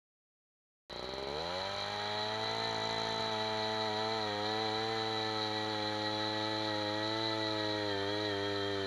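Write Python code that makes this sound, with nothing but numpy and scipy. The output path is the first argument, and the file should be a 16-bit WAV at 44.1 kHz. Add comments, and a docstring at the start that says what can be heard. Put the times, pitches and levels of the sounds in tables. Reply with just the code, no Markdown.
"""A small two-stroke engine cuts in at idle, close to the microphone, out of doors: an earth auger, which
is then opened up and bores into snowy soil. Unloaded it skips firings; once the bit bites, every turn
fires. The exhaust reaches the microphone directly and off the ground, the echo sooner as the machine
sinks. Gears whine, the housing rattles and rings, and gas hisses after each firing."""
import sys
import numpy as np
from scipy import signal
from scipy.fft import rfft, irfft
from scipy.io import wavfile
from scipy.ndimage import uniform_filter1d

SR = 44100
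rng = np.random.default_rng(int(sys.argv[2]) if len(sys.argv) > 2 else 0)


def dump(signal):
    """Clip the signal to [-1, 1] and save it as 16-bit WAV at the path in sys.argv[1]."""
    limited = np.clip(np.atleast_2d(signal).T, -1, 1)
    pcm = np.round(limited * 32767).astype(np.int16)
    wavfile.write(sys.argv[1], SR, pcm)


N = 390726
TIME = np.arange(N) / SR

# crank speed at idle, opened up, then sagging whenever the bit bites: t/s, f/Hz
CRANK_SPEED = [(.98, 59.4), (1.07, 63.7), (1.21, 67), (1.3, 69.46), (1.42, 82.1), (1.53, 90.6),
               (1.64, 97.25), (1.72, 99.64), (1.95, 103.0), (2.01, 103.1), (2.54, 111.6), (2.69, 112.1),
               (2.79, 109.1), (2.92, 111.3), (3.19, 111.2), (3.38, 108.5), (3.85, 109.1), (3.89, 106),
               (3.93, 106.8), (4.14, 111.1), (4.16, 110.8), (4.25, 106.2), (4.35, 103.2), (4.39, 103.1),
               (4.5, 107.9), (4.58, 109.5), (4.65, 109.8), (4.69, 108.2), (4.9, 111.8), (5.51, 107.3),
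               (5.7, 108), (5.81, 105.8), (6.6, 108.4), (6.86, 103.9), (7.19, 111), (7.78, 104.8),
               (7.87, 103.4), (7.95, 98.4), (8.06, 99.8), (8.12, 103.3), (8.23, 105.6), (8.27, 104.3),
               (8.33, 100.1), (8.37, 99.6), (8.46, 101.3), (8.75, 99.6), (8.86, 96.8)]
# how far the machine has come down towards the ground: t/s, depth/0-1
DEPTH = [(1.8, 0.01), (2.45, 0.42), (3.2, 0.33), (3.9, 0.38), (4.6, 0.53), (4.95, 0.57), (5.65, .62),
         (7.05, 0.82), (8.3, 0.95)]
# firing pattern: from t/s, turns per strong firing, level/dB of any turns between
MISFIRES = [(0, 2, -8.5), (1.035, 3, -6.5), (1.258, 1, -7), (1.6, 2, -4), (1.74, 2, -6), (1.918, 2, -2.5),
            (2.43, 2, -7.5), (2.72, 2, -9.5), (3.2, 2, -5.5), (3.32, 1, -4.5)]
# silencer response as its outlet sinks past the microphone: f/Hz, level/dB high, midway, low
SILENCER = [(35, -35, -30, -41), (72, 2, -19, -13), (97, -3, -3, -11), (181, -8.5, -8, -5),
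            (247, -12.5, -10.5, -16.5), (309, -3, -6, -4), (418, -7.5, 0, 5), (456, -4.5, -8, 10),
            (518, 2.5, -2, 3.5), (560, 4, -20, -4.5), (607, 3.5, -1.5, -1.5), (649, -5, 6, 3.5),
            (720.8, 0.5, 2, -1.5), (876, 0, 8, -4), (961, 5.5, 0, -5.5), (1044, -12, -8.5, -27),
            (5000, -61, -83, -74)]
# low and middle range of the exhaust: t/s, relative boom level/dB, relative bark level/dB
EXHAUST_BANDS = [(0.92, -50, -50.5), (1.14, -46, -48), (1.16, -47, -46.5), (1.34, -45, -44.5),
                 (1.64, -51, -40.5), (1.75, -53, -43), (2.17, -46.5, -40.5), (4.08, -41.5, -38.5),
                 (4.37, -42, -41.5), (4.54, -40.5, -39), (5.31, -42, -41.5), (7.39, -40, -41),
                 (8.25, -38.5, -43.5), (8.8, -38, -46.5)]
# ringing of the thin metal cover: f/Hz, width/Hz, level/dB
COVER_MODES = [(3970, 100, 5), (4040, 150, 1)]
# gear tones that drive the cover: multiple of crank speed, level/dB
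MESH_TONES = [(35, -4), (36, -4), (37, -9), (38, -9), (39, -13), (40, -17)]
# broad colour of the rattle: f/Hz, level/dB
RATTLE_COLOUR = [(25, -1.5), (120, -8.5), (300, -5.5), (700, 0.5), (1080, 2), (1350, 4), (2100, -0.5),
                 (2450, -4.5), (2750, -7), (3100, 3), (3600, -2), (4400, 1), (4950, -20.5), (7000, -53.5)]
# housing resonances: f/Hz, width/Hz, level/dB
HOUSING_MODES = [(1306, 37, 3), (1945, 79, -3), (2337, 55, 6), (3212, 54, -1)]
# gear and fan whine: multiple of crank speed, level/dB
WHINE_TONES = [(12, -5.5), (13, -8), (14, -48), (15, -2), (16, 2.5), (17, -8.5), (18, 2.5), (30, -18),
               (31, -15), (32, -0.5), (33, -25), (35, -16), (40, -9)]
# singing of the strained gear: multiple of crank speed, level/dB
SING_TONES = [(18, -1.5), (19, -2), (32, -6), (36, -5)]
# drone of the three dragging clutch shoes: multiple of crank speed, level/dB
CLUTCH_TONES = [(3, -8), (6, 3), (9, -5)]
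# that drone against crank speed: f/Hz, level/dB
CLUTCH_DRAG = [(60, -56), (72, -46), (88, -46.5), (101, -60)]
# colour of the escaping gas: f/Hz, level/dB
GAS_COLOUR = [(1300, 4), (2700, -4), (4600, 2), (5100, -4), (5650, 0), (6660, -8), (6970, -5), (7500, -4),
              (8400, -6), (9000, -16), (10100, -11), (12000, -16), (12500, -27), (16000, -28)]
# ringing of the cooling fins: f/Hz, nominal width/Hz, level/dB
FIN_MODES = [(5620, 130, -4.5), (6030, 240, 3), (6360, 110, 2), (6960, 350, -1), (10050, 440, -13.5)]

# each part at the microphone: base level/dB at working speed and half depth, dB per octave of speed,
# dB over the whole descent
THUMP_LAW, RING_LAW, RATTLE_LAW = (-50.5, 3.7, 6.2), (-42.5, 7.5, 0.86), (-44.5, 8.4, -2.6)
WHINE_LAW, GAS_LAW, TICK_LAW = (-48.5, 17, 5.4), (-57.5, 3.7, 0.98), (-64, 14, -3.5)
WORKING_HZ, STRAIN_BELOW_HZ, FULL_STRAIN_SAG_HZ = 107, 106.9, 7
MIDWAY = 0.24  # depth at which the middle silencer response holds
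ECHO_HIGH_MS, ECHO_LOW_MS = 4.895, 3.122  # lag of the ground echo, machine up and down
START_S, FIRST_FIRING_S = .897, .909


def firings(turns, scatter_db=-0.24, jitter_s=.00001):
    """Time and strength of each exhaust pulse; lightly loaded, only every second or third is strong."""
    k = np.arange(np.ceil(turns[0]), np.floor(turns[-1]) + 1)
    times = np.interp(k, turns, TIME)
    since, every, weak_db = np.transpose(MISFIRES)
    row = np.searchsorted(since[1:], times)
    turn_in_pattern = np.arange(len(k)) - np.searchsorted(row, row)
    skipped = turn_in_pattern % np.round(every[row]) > 0
    burn, timing = rng.standard_normal((len(k), 2)).T
    db = skipped * weak_db[row] * (1 + .1 * burn) + scatter_db * burn  # weak burns vary more
    return times + jitter_s * timing, undb(db)


def exhaust(pulses, depth, thump_db, echo=0.6, trim_db=-0.35):
    """Pulses ring the silencer and arrive again off the ground, which hollows out some harmonics."""
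    hz, *responses = np.transpose(SILENCER)
    position = np.interp(depth, [0, MIDWAY, 1], [0, 1, 2])
    direct = sum(np.maximum(1 - abs(position - k), 0) * colour(pulses, np.c_[hz, db])
                 for k, db in enumerate(responses))
    # the silencer's chamber holds back the middle of each pulse without changing its colour
    direct = 2 * resonate(direct, hz=408, width=365) - direct
    lag_ms = ECHO_HIGH_MS + (ECHO_LOW_MS - ECHO_HIGH_MS) * depth
    at_mic = direct + echo * np.interp(TIME - lag_ms / 1000, TIME, direct)
    thump, low = lowpass(at_mic, hz=140), lowpass(at_mic, hz=480)
    boom_db, bark_db = curves(EXHAUST_BANDS)
    boom = undb(boom_db) * steady(low - thump)
    bark = undb(bark_db) * steady(at_mic - low)
    return undb(thump_db) * steady(thump) + undb(trim_db) * (boom + bark)


def cover(turns, scatter_db=4.0, flutter_db=1.18, mesh_db=-13):
    """The gear mesh and five uneven taps a turn keep the thin cover ringing."""
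    tap_turns = np.arange(turns[0], turns[-1], 1 / 5)
    timing, force = rng.standard_normal((len(tap_turns), 2)).T
    taps = clicks(np.interp(tap_turns + 0.0591 * timing, turns, TIME), undb(scatter_db * force))
    drive = steady(taps) + undb(mesh_db) * steady(gears(turns, MESH_TONES, slack=.014))
    ring = sum(undb(db) * resonate(drive, hz, width) for hz, width, db in COVER_MODES)
    return steady(resonate(ring, hz=4190, width=730), size=2500) * undb(flutter_db * walk(35))


def rattle(pulses, knock=0.12):
    """Fan rush and piston knock shake the housing."""
    drive = np.sqrt(1 + (knock * puffs(pulses, decay_s=0.012)) ** 2) * rng.standard_normal(N)
    return steady(colour(housing(drive, direct=0.73), RATTLE_COLOUR))


def housing(x, direct):
    """The housing passes a share of every shake and stresses its own resonances."""
    return direct * x + sum(undb(db) * resonate(x, hz, width) for hz, width, db in HOUSING_MODES)


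def gears(turns, tones, waver_db=3, slack=0.023):
    """Tones locked to the crank; backlash makes each one waver in level and phase."""
    return sum(undb(db + waver_db * walk(22))
               * np.sin(2 * np.pi * (k * turns + rng.random() + slack * np.sqrt(k) * walk(45)))
               for k, db in tones)


def swell(turns, period_turns, peak_s, db):
    """A gear wheel slightly out of true swells once a revolution; in dB."""
    return db * np.cos(2 * np.pi * (turns - np.interp(peak_s, TIME, turns)) / period_turns)


def singing_teeth(turns, strain, full_db=-48):
    """The gear teeth sing under strain."""
    return undb(full_db) * np.sqrt(strain) * steady(gears(turns, SING_TONES, waver_db=1.5, slack=0.024))


def clutch(turns, hz):
    """The shoes drag harder as the engine picks up and fade once they grip."""
    drag_db = np.interp(hz, *np.transpose(CLUTCH_DRAG))
    return undb(drag_db) * steady(gears(turns, CLUTCH_TONES, waver_db=4.5, slack=0.019))


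def gas(times, sizes, leak=0.58, crack=0.12):
    """The port opens with a crack and a spurt of hiss, sharpest after the strong firings."""
    openings = clicks(times + 0.00068, sizes ** 2)
    spurt = crack * puffs(openings, decay_s=0.0015) + 2.8 * puffs(openings, decay_s=0.0098)
    return steady(colour((leak + spurt) * rng.standard_normal(N), GAS_COLOUR))


def fins(times, sizes, buzz=0.2):
    """Each firing ticks the cooling fins, which buzz on faintly in between."""
    ticks = puffs(clicks(times + 0.00075, sizes ** 2), decay_s=0.0043)
    drive = (buzz + ticks) * rng.standard_normal(N)
    return steady(sum(undb(db) * resonate(resonate(drive, hz, 2 * width), hz, 2 * width)
                      for hz, width, db in FIN_MODES))


def afterburn(db_per_db=0.61):
    """Unburnt charge hardens the knock: extra dB of ticking, set by the pattern's weak-turn level."""
    since, _, weak_db = np.transpose(MISFIRES)
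    return -db_per_db * uniform_filter1d(weak_db[np.searchsorted(since[1:], TIME)], 9000)


def loudness(law, hz, depth):
    """Level in dB of a part at the microphone, from crank speed and depth."""
    db, db_per_octave, descent_db = law
    return db + db_per_octave * np.log2(hz / WORKING_HZ) + descent_db * (depth - .5)


def undb(db):
    """Decibels to gain."""
    return 10 ** (np.asarray(db) / 20)


def curves(rows):
    """Each column of a table, joined by straight lines in time."""
    s, *columns = np.transpose(rows)
    return [np.interp(TIME, s, c) for c in columns]


def steady(x, size=6000):
    """Scale a sound to a running rms of 1."""
    power = uniform_filter1d(uniform_filter1d(x ** 2, size), size)
    return x / np.sqrt(np.maximum(power, 1e-6 * np.mean(x ** 2)))


def walk(rate_hz):
    """Smooth random drift with a spread near 1."""
    k = int(SR / rate_hz)
    steps = np.repeat(rng.standard_normal(N // k + 1), k)
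    return 1.3 * uniform_filter1d(uniform_filter1d(steps, k), k)[:N]


def colour(x, points, size=4096):
    """Minimum-phase filter through points of f/Hz, level/dB."""
    hz, db = np.transpose(points)
    f = np.maximum(np.arange(size // 2 + 1) * SR / size, 1)
    cepstrum = irfft(np.log(undb(np.interp(np.log(f), np.log(hz), db))))
    cepstrum[1:size // 2] *= 2
    cepstrum[size // 2 + 1:] = 0
    return signal.fftconvolve(x, irfft(np.exp(rfft(cepstrum))))[:N]


def resonate(x, hz, width):
    """One resonance, gain 1 at its centre."""
    return signal.lfilter(*signal.iirpeak(hz, hz / width, fs=SR), x)


def lowpass(x, hz):
    """Steep low-pass without delay."""
    return signal.sosfiltfilt(signal.butter(4, hz, fs=SR, output="sos"), x)


def clicks(times, sizes):
    """A click at each time, shared between two samples."""
    out, at = np.zeros(N + 1), np.clip(times * SR, 0, N - 1)
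    i = at.astype(int)
    np.add.at(out, i, sizes * (1 - at + i))
    np.add.at(out, i + 1, sizes * (at - i))
    return out[:N]


def puffs(pulses, decay_s):
    """An envelope that jumps at each pulse and dies away; rms 1."""
    return steady(signal.lfilter([1], [1, -np.exp(-1 / (decay_s * SR))], pulses))


def scene():
    """The auger from close by, in mono; all parts follow the one crankshaft."""
    hz, = curves(CRANK_SPEED)
    depth, = curves(DEPTH)
    # once the bit is in the soil, a sag in speed means strain
    strain = np.clip((STRAIN_BELOW_HZ - hz) / FULL_STRAIN_SAG_HZ, 0, 1) * np.minimum(depth / MIDWAY, 1)
    turns = np.cumsum(hz) / SR + 0.013 * walk(16)  # the crank hunts around an even pace
    turns -= np.interp(FIRST_FIRING_S, TIME, turns)
    times, sizes = firings(turns)
    pulses = clicks(times, sizes)
    whine_db = loudness(WHINE_LAW, hz, depth) - 0.3 * walk(16)
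    whine_db += swell(turns, period_turns=16.9, peak_s=5.583, db=1.6)
    ring_db = loudness(RING_LAW, hz, depth) - 0.22 * walk(11)
    ring_db += swell(turns, period_turns=21.8, peak_s=5.641, db=1.1)
    ring_db -= 4 * strain  # the cover rings less under strain
    machine = (exhaust(pulses, depth, loudness(THUMP_LAW, hz, depth))
               + undb(loudness(RATTLE_LAW, hz, depth)) * rattle(pulses)
               + clutch(turns, hz)
               + undb(ring_db) * cover(turns)
               + undb(whine_db) * steady(housing(gears(turns, WHINE_TONES), direct=0.66))
               + singing_teeth(turns, strain)
               + undb(loudness(TICK_LAW, hz, depth) + afterburn()) * fins(times, sizes)
               + undb(loudness(GAS_LAW, hz, depth)) * gas(times, sizes))
    return machine[None]


def record(dry):
    """The sound cuts in abruptly; the microphone has a notch in the treble, a faint hiss and no top."""
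    notched = dry - .95 * resonate(dry, hz=7930, width=1200)
    hiss = undb(-83) * rng.standard_normal(N)
    heard = (notched + hiss) * (TIME > START_S)
    heard = signal.sosfilt(signal.butter(2, 20, "high", fs=SR, output="sos"), heard)
    return signal.sosfilt(signal.ellip(10, .2, 70, 15750, fs=SR, output="sos"), heard)


dry = scene()
out = record(dry)
dump(out)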